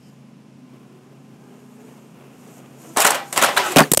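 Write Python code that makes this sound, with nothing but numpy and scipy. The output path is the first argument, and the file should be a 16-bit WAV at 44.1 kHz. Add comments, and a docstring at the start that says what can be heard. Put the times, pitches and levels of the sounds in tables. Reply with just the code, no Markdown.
"""Under an open-air hush and a far idling engine, a radio-controlled truck sets off with a faint squeal.
It drives up over dirt, tyres crunching, gears hissing, motor whining. Near 3 s it ploughs into a tray
of aluminium cans, which buckle in volleys of snaps; it leaps and lands on them again. It whirrs off
and, near 3.8 s, thumps the ground right at the camera, overloading the microphone.
Last, grit raps on the camera's case."""
import sys
import numpy as np
from scipy import signal
from scipy.fft import rfft, irfft
from scipy.io import wavfile

SR = 44100
rng = np.random.default_rng(int(sys.argv[2]) if len(sys.argv) > 2 else 0)


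def persist_wave(psi):
    """Save psi, clipped to +-1, as 16-bit WAV."""
    counts = np.round(np.clip(psi, -1, 1) * 32767).astype(np.int16)
    wavfile.write(sys.argv[1], SR, np.atleast_2d(counts).T)


N = 176400
T = np.arange(N) / SR
AGE = T[:SR // 2]  # seconds since a hit


def amp(db):
    """Decibels to gain."""
    return 10 ** (np.asarray(db) / 20)


def unit(x):
    """Scales to rms 1."""
    return x / np.sqrt(np.mean(x ** 2) + 1e-20)


def lasting(x, seconds):
    """Scales to the energy of an rms-1 sound of this length."""
    return x * np.sqrt(abs(seconds) * SR / (np.sum(x ** 2) + 1e-20))


def fader(points):
    """Gain ride through (t/s, level/dB) points."""
    return amp(np.interp(T, *np.transpose(points)))


def add(mix, start, sound):
    """Mixes a sound in at a start time in seconds."""
    part = mix[round(start * SR):][:len(sound)]
    part += sound[:len(part)]


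def eq(x, points, size=4096):
    """Minimum-phase EQ through (f/Hz, level/dB) points."""
    hz, db = np.transpose(points)
    bins_hz = abs(np.fft.fftfreq(size, 1 / SR))
    log_gain = np.log(amp(np.interp(np.log(bins_hz + 1), np.log(hz), db)))
    taps = np.fft.ifft(np.exp(np.conj(signal.hilbert(log_gain)))).real
    return signal.fftconvolve(x, taps[:size // 2])[:len(x)]


def drift(rate_hz):
    """Random modulator of rms 1, rolled off above the rate."""
    rolloff = 1 + (np.fft.rfftfreq(N, 1 / SR) / rate_hz) ** 4
    return unit(irfft(rfft(rng.standard_normal(N)) / rolloff, N))


def fade(t60):
    """Decay that falls 60 dB in t60 seconds."""
    return np.exp(-np.log(1000) * AGE / max(t60, 1e-4))


def swell(length):
    """Half-sine fade in and out."""
    return np.sin(np.pi * np.minimum(T / length, 1))


def burst(t60, tail_db, tail_t60):
    """Noise standing for dense modes: a quick crack and a weaker, longer ring."""
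    return rng.standard_normal(len(AGE)) * (fade(t60) + amp(tail_db) * fade(tail_t60))


def tone(hz):
    """A sine of rms 1 that follows a pitch curve."""
    return np.sqrt(2) * np.sin(2 * np.pi * np.cumsum(hz) / SR)


# Hum tones of the far engine: f/Hz, level/dB
ENGINE_TONES = [(135.5, -52.5), (160, -61), (187, -58), (216.5, -54), (274, -60), (1031, -69.5)]
# Fader ride of the drone among them: t/s, level/dB
DRONE_RIDE = [(0, -60), (.3, -52), (.42, -62), (.66, -47), (.85, -55), (1.4, -55.5), (1.85, -47),
              (2.1, -58), (2.45, -52)]


def far_engine(drone_hz=246, waver_hz=1.8):
    """An idling engine hums in wavering tones while a drone swells and sinks among them."""
    hum = 0
    for hz, db in ENGINE_TONES:
        tremolo = 1 + 0.25 * drift(11)
        hum += amp(db) * unit(tremolo * tone(hz + waver_hz * drift(6.9)))
    return hum + fader(DRONE_RIDE) * tone(drone_hz + waver_hz * drift(2))


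# EQ of the open-air bed: f/Hz, relative level/dB
AIR_EQ = [(20, -35), (65, -17), (95, -10.5), (135, 1.5), (280, 0), (480, -9.5), (1000, -16.5), (1900, -23),
          (2700, -21.5), (4000, -29), (5300, -27), (8000, -33), (11000, -37), (16000, -59)]


def open_air(db=-51):
    """A steady, dark hush of noise."""
    return amp(db) * unit(eq(rng.standard_normal(N), AIR_EQ))


# Faint, far squeal as the truck sets off: t/s, length/s, f/Hz, level/dB
SQUEAL_CUES = [(0, 0.12, 5100, -64.5), (.01, 0.12, 3060, -66.5)]


def squeal(length, hz, db, waver=.045):
    """A thin, unsteady tone that swells and fades."""
    return amp(db) * swell(length) * tone(hz * (1 + waver * drift(400)))


# Fader ride of the approaching tyres, ahead of their flicker: t/s, level/dB
TYRE_RIDE = [(0, -62), (.5, -64.5), (.8, -56.5), (1.25, -60.5), (1.57, -54.5), (1.72, -57), (1.95, -51),
             (2.1, -57.5), (2.21, -48), (2.37, -52.5), (2.48, -47), (2.76, -51), (2.95, -46.5),
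             (3.3, -48.5), (3.55, -38), (3.72, -33), (3.86, -31), (4, -85)]
# EQ of the dirt: f/Hz, relative level/dB
DIRT_EQ = [(60, -31), (200, -8.5), (400, 6), (620, 0), (1200, -5.5), (1900, -13), (2700, -9.5),
           (4200, -24.5), (12500, -24), (14000, -29)]


def tyres(grains_per_s=2500, spread_db=1):
    """Tyres crunch grains of dirt, one click a grain; the level flickers."""
    grains = (rng.random(N) < grains_per_s / SR) * rng.choice([-1, 1], N)
    sizes = amp(spread_db * np.minimum(rng.exponential(1, N), 4))
    flicker = amp(1.45 * drift(21))
    return unit(eq(grains * sizes, DIRT_EQ)) * flicker * fader(TYRE_RIDE)


# Fader ride of the drive train's hiss and whine: t/s, level/dB
GEAR_RIDE = [(0, -71), (.07, -64.5), (.25, -79), (1.3, -70.5), (1.9, -62), (2.25, -70), (2.36, -63.5),
             (2.41, -59.5), (2.59, -54), (2.615, -65), (2.76, -61.5), (2.82, -51.5), (3.24, -51.5),
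             (3.3, -49.5), (3.53, -41), (3.66, -36), (3.75, -50), (3.9, -50.5), (4, -38.5)]
# EQ of the hiss: f/Hz, relative level/dB
GEAR_EQ = [(1000, -18), (4800, -8), (6000, -.5), (7200, 1.5), (8800, -1.5), (10300, -8.5), (12400, -1),
           (14000, -26)]
# Gear tones inside the hiss: f/Hz, relative level/dB
GEAR_TONES = [(6900, -11), (8720, -13), (11850, -15)]


def gears(flutter=.016):
    """The drive train hisses and whines with the throttle."""
    hiss = unit(eq(rng.standard_normal(N), GEAR_EQ)) * amp(1.2 * drift(250))
    whine = sum(amp(db) * tone(hz * (1 + flutter * drift(200))) * drift(25) for hz, db in GEAR_TONES)
    return (hiss + whine) * fader(GEAR_RIDE)


# Pitch and fader ride of the motor: t/s, f/Hz, level/dB
MOTOR_RIDE = [(0, 310, -82), (0.601, 335, -71), (.8, 350, -57), (1.1, 388, -55.5), (1.3, 395, -61.5),
              (1.46, 405, -51.5), (1.68, 410, -57), (1.85, 438, -52.5), (2.1, 430, -67),
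              (2.499, 385, -56.5), (2.82, 325, -55.5), (2.89, 330, -43), (2.98, 335, -46),
              (3.251, 335, -53.5), (3.502, 400, -43.5), (3.568, 390, -32), (3.641, 366, -33.5),
              (3.718, 360, -32), (3.9, 420, -46), (3.96, 420, -62)]
# Timbre of the motor: harmonic number, relative level/dB
MOTOR_HARMONICS = [(1, 2), (2, -7.5), (3, -14), (4, -14.5)]


def motor(wobble=.028, roughness=.7):
    """A rough whine that follows the wheel speed and wobbles over the bumps."""
    times, hz, db = np.transpose(MOTOR_RIDE)
    pitch = np.interp(T, times, hz) * (1 + wobble * drift(24.2))
    phase = 2 * np.pi * np.cumsum(pitch) / SR
    whine = sum(amp(harmonic_db) * (1 + roughness * drift(55)) * np.sin(k * phase)
                for k, harmonic_db in MOTOR_HARMONICS)
    return unit(whine) * amp(np.interp(T, times, db))


def snaps(length, per_s=1100, spread_db=3.5):
    """A buckle starts with one hard snap and runs on in a volley of small ones."""
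    count = len(AGE)
    hits = rng.random(count) < per_s / SR
    sizes = hits * amp(spread_db * np.minimum(rng.exponential(1, count), 3.5))
    sizes[0] = 2.4  # the opening snap
    gate = np.clip((length - AGE) / 0.0024 + 1, 0, 1)
    return sizes * rng.choice([-1, 1], count) * gate


def clatter(volley, t60, tail_db, tail_t60, cans=3):
    """Each snap lands on one of a few cans, each with dense modes of its own."""
    struck = rng.integers(0, cans, len(AGE))
    return sum(signal.fftconvolve(volley * (struck == can), burst(t60, tail_db, tail_t60))[:len(AGE)]
               for can in range(cans))


# Ringing modes of a can: f/Hz, relative level/dB, t60/s
CAN_MODES = [(412.2, -4.5, 0.2), (585, 4, 0.26), (682, -8.5, 0.63), (748, 3, 0.29), (805, 2, 0.5),
             (1026.7, 0.5, 0.38), (1096, -8, 0.3), (1324, -2.5, 0.32), (1554, -5, 0.3), (1760, -1, 0.33),
             (1945, -1, 0.34), (2170, -3, 0.29), (2470, -0.5, 0.2), (2924, -3.5, 0.25)]


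def can_ring(detune=0.006):
    """A can struck at a random spot rings in slightly detuned modes."""
    ring = 0
    for hz, db, t60 in CAN_MODES:
        polarity = rng.choice([-1, 1])
        pitch = hz * (1 + detune * rng.standard_normal())
        ring += amp(db) * fade(t60) * polarity * np.sin(2 * np.pi * pitch * AGE)
    return ring


# EQs of the hollow dent, the rattling shell and the bright creasing foil: f/Hz, relative level/dB
DENT_EQ = [(30, -18), (110, -26.5), (250, -11), (420, -7), (600, 0), (950, 1), (1400, -4), (2000, -13.5),
           (4000, -63)]
SHELL_EQ = [(500, -31.5), (1100, -1.5), (1550, -4.5), (2300, -2.5), (3000, -4), (4000, -9.5), (5500, -13.5),
            (9000, -32)]
CRACKLE_EQ = [(1500, -39), (4000, -8.5), (5500, -5.5), (7800, 2.5), (10000, -3), (12000, -4.5),
              (14000, -9.5), (16000, -16)]
# Cans being crushed: t/s, length/s, dent level/dB, shell level/dB, crackle level/dB
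CRUNCH_CUES = [ (2.961, 0.0097, -24, -30, -37), (2.970, 0.009, -15.5, -20.5, -18.5),
               (2.981, 0.023, -21, -26, -24), (3.002, .002, -24, -22, -13), (3.008, .02, -22, -18.5, -18.5),
               (3.045, 0.009, -11.5, -16.5, -15), (3.062, 0.013, -20.5, -17.5, -15.5),
               (3.083, 0.0039, -17, -50, -42), (3.104, 0.0042, -19.5, -27, -17),
               (3.117, 0.004, -19, -21.5, -31), (3.143, 0.013, -24.5, -26.5, -29),
               (3.326, .003, -28, -29, -23), (3.359, 0.015, -24.5, -24.5, -28),
               (3.3753, 0.0034, -14, -13.5, -14), (3.387, 0.0065, -22.5, -29, -43),
               (3.414, 0.013, -14.5, -16, -18), (3.433, 0.008, -16, -18, -20),
               (3.444, .006, -13.5, -17, -20), (3.459, 0.0043, -24.5, -23.5, -32),
               (3.478, 0.025, -25, -29, -38), (3.563, 0.0077, -23, -18, -26.5),
               (3.573, 0.0095, -20, -16, -22.5), (3.590, 0.02, -25, -26.5, -50),
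               (3.635, 0.092, -34, -31.5, -35), (3.716, .004, -36, -30.5, -28.5)]


def crunch(length, dent_db, shell_db, crackle_db):
    """A volley of snaps sounds the cans' dented walls, shells, creases and modes."""
    volley = snaps(length)
    dent = eq(clatter(volley, t60=0.013, tail_db=-15.5, tail_t60=0.36), DENT_EQ)
    shell = eq(clatter(volley, t60=0.012, tail_db=-10.5, tail_t60=0.33), SHELL_EQ)
    crackle = eq(clatter(volley, t60=0.007, tail_db=-18, tail_t60=0.16), CRACKLE_EQ)
    ring = signal.fftconvolve(volley, can_ring())[:len(AGE)]
    ring_db = (dent_db + shell_db) / 2 - 4
    # Gentle presses, below -20 dB, get a slower attack.
    softness_db = max(-20 - max(dent_db, crackle_db), 0)
    attack_s = 0.0018 * amp(1.6 * softness_db)
    attack = np.minimum(AGE / attack_s, 1)
    layers = [(dent_db, dent), (shell_db, shell), (crackle_db, crackle), (ring_db, ring)]
    return sum(amp(db) * lasting(layer * attack, length + 0.0056) for db, layer in layers)


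# Accents from single cans, rims and stones: t/s, f/Hz, level/dB, t60/s
PING_CUES = [(3.435, 1433, -13.5, 0.062), (3.575, 3985, -14, 0.039), (3.573, 1617, -8.5, 0.033),
             (3.572, 1374, -9.5, 0.021), (3.592, 986, -17.5, 0.11), (3.652, 1490, -25, 0.092),
             (3.784, 2500, -7, 0.036), (3.833, 4550, -23, 0.033), (3.838, 1740, -15.5, 0.021),
             (3.9938, 2990, -8, 0.0085)]


def ping(hz, db, t60):
    """One struck mode rings briefly."""
    attack = np.minimum(AGE / 0.0009, 1)
    return amp(db) * np.sqrt(2) * fade(t60) * attack * np.sin(2 * np.pi * hz * AGE)


# Pass-by of the drive train: t/s, length/s
WHIRR_CUES = [(3.62, 0.08)]
# Partials of its whirr: f/Hz, level/dB
WHIRR_TONES = [(880, -30), (1360, -28), (1590, -29), (3100, -37)]


def whirr(length, fall_per_s=0.99, flutter=0.013):
    """The spinning drive train swells as it passes, and its partials sink together."""
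    bend = np.exp(-fall_per_s * T) * (1 + flutter * drift(80))
    return swell(length) * sum(amp(db) * tone(hz * bend) for hz, db in WHIRR_TONES)


# Boom of the tyres and chassis: f/Hz, relative level/dB, t60/s
BOOM_MODES = [(150.5, -2, 0.14), (218.6, 4.5, 0.072), (278.5, 2, 0.12), (400, 2.5, 0.083),
              (580, 2.5, 0.057), (743, -1, 0.071), (1107, -12, 0.069)]
# EQs of the boxy body and the hard clack: f/Hz, relative level/dB
BODY_EQ = [(100, -33), (450, -10.5), (760, 2.5), (1250, 0), (1800, -6.5), (3000, -30), (6000, -43)]
CLACK_EQ = [(30, -32), (150, -5), (700, 5.5), (1300, -4.5), (2500, 0), (4500, -7.5), (9000, -8),
            (16000, -17)]
# The truck hitting the ground: t/s, boom level/dB, body level/dB, clack level/dB
THUMP_CUES = [(3.7604, -5.5, -20, -16), (3.7672, -6.5, -13, -9), (3.7709, -14, -10, -11),
              (3.784, -19, -19, -10), (3.786, -13, -12, -10), (3.7912, -15, -3.5, -6),
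              (3.8045, -5.5, -6, -13.5), (3.822, -30, -22.5, -27.5)]


def thump(boom_db, body_db, clack_db):
    """Hollow tyres boom, the plastic body shudders and the chassis clacks."""
    boom = lasting(sum((-1) ** k * ping(*mode) for k, mode in enumerate(BOOM_MODES)), 0.0078)
    body = lasting(eq(burst(t60=0.053, tail_db=-22, tail_t60=0.078), BODY_EQ), 0.0066)
    clack = lasting(eq(burst(t60=0.012, tail_db=-21, tail_t60=0.18), CLACK_EQ), 0.0099)
    return amp(boom_db) * boom + amp(body_db) * body + amp(clack_db) * clack


# EQ of the grit's tick: f/Hz, relative level/dB
TICK_EQ = [(30, -18), (300, 2.5), (1300, -2), (2100, -4), (3000, -4), (6000, -3.5), (7600, 4), (10500, 2.5),
           (16000, -10.5)]
# Grit hitting the camera: t/s, tick level/dB, knock level/dB, knock f/Hz
RAP_CUES = [(3.9162, -2, 2, 248.4), (3.9215, -14, -2.5, 184), (3.935, 0, 5.5, 478), (3.9455, -13, -38, 485),
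            (3.973, 0, 6.5, 573), (3.9938, -17, -56, 507)]


def rap(tick_db, knock_db, knock_hz):
    """Grit lands with a sharp tick, and the camera's case gives a short knock."""
    crack = eq(burst(t60=0.012, tail_db=-32, tail_t60=0.02), TICK_EQ)
    tick = lasting(crack * np.minimum(AGE / 0.0014, 1), 0.0022)
    knock = np.minimum(AGE / 0.0025, 1) * fade(t60=0.014) * np.sin(2 * np.pi * knock_hz * AGE)
    return amp(tick_db) * tick + amp(knock_db) * knock


def scene():
    """Mono mix: the ambience and the running truck, with each spot effect on its cue."""
    mix = far_engine() + open_air() + tyres() + gears() + motor()
    for source, cues in ((squeal, SQUEAL_CUES), (crunch, CRUNCH_CUES), (ping, PING_CUES),
                         (whirr, WHIRR_CUES), (thump, THUMP_CUES), (rap, RAP_CUES)):
        for start, *settings in cues:
            add(mix, start, source(*settings))
    return mix[None]


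def record(dry):
    """Two microphone stages each shed bass, overload on the hardest blows and trim the top."""
    low_cut_hz, high_cut_hz, ceiling = 56, 15850, .71
    low_cut = signal.butter(2, low_cut_hz, "highpass", fs=SR, output="sos")
    high_cut = signal.firwin(401, high_cut_hz, window=("kaiser", 9), fs=SR)[None]
    sound = dry
    for stage in ("preamplifier", "converter"):
        oversampled = signal.resample_poly(signal.sosfilt(low_cut, sound), 2, 1, axis=1)
        clipped = oversampled / (1 + (oversampled / ceiling) ** 12) ** (1 / 12)
        sound = signal.oaconvolve(signal.resample_poly(clipped, 1, 2, axis=1), high_cut, "same")
    return sound


dry = scene()
out = record(dry)
persist_wave(out)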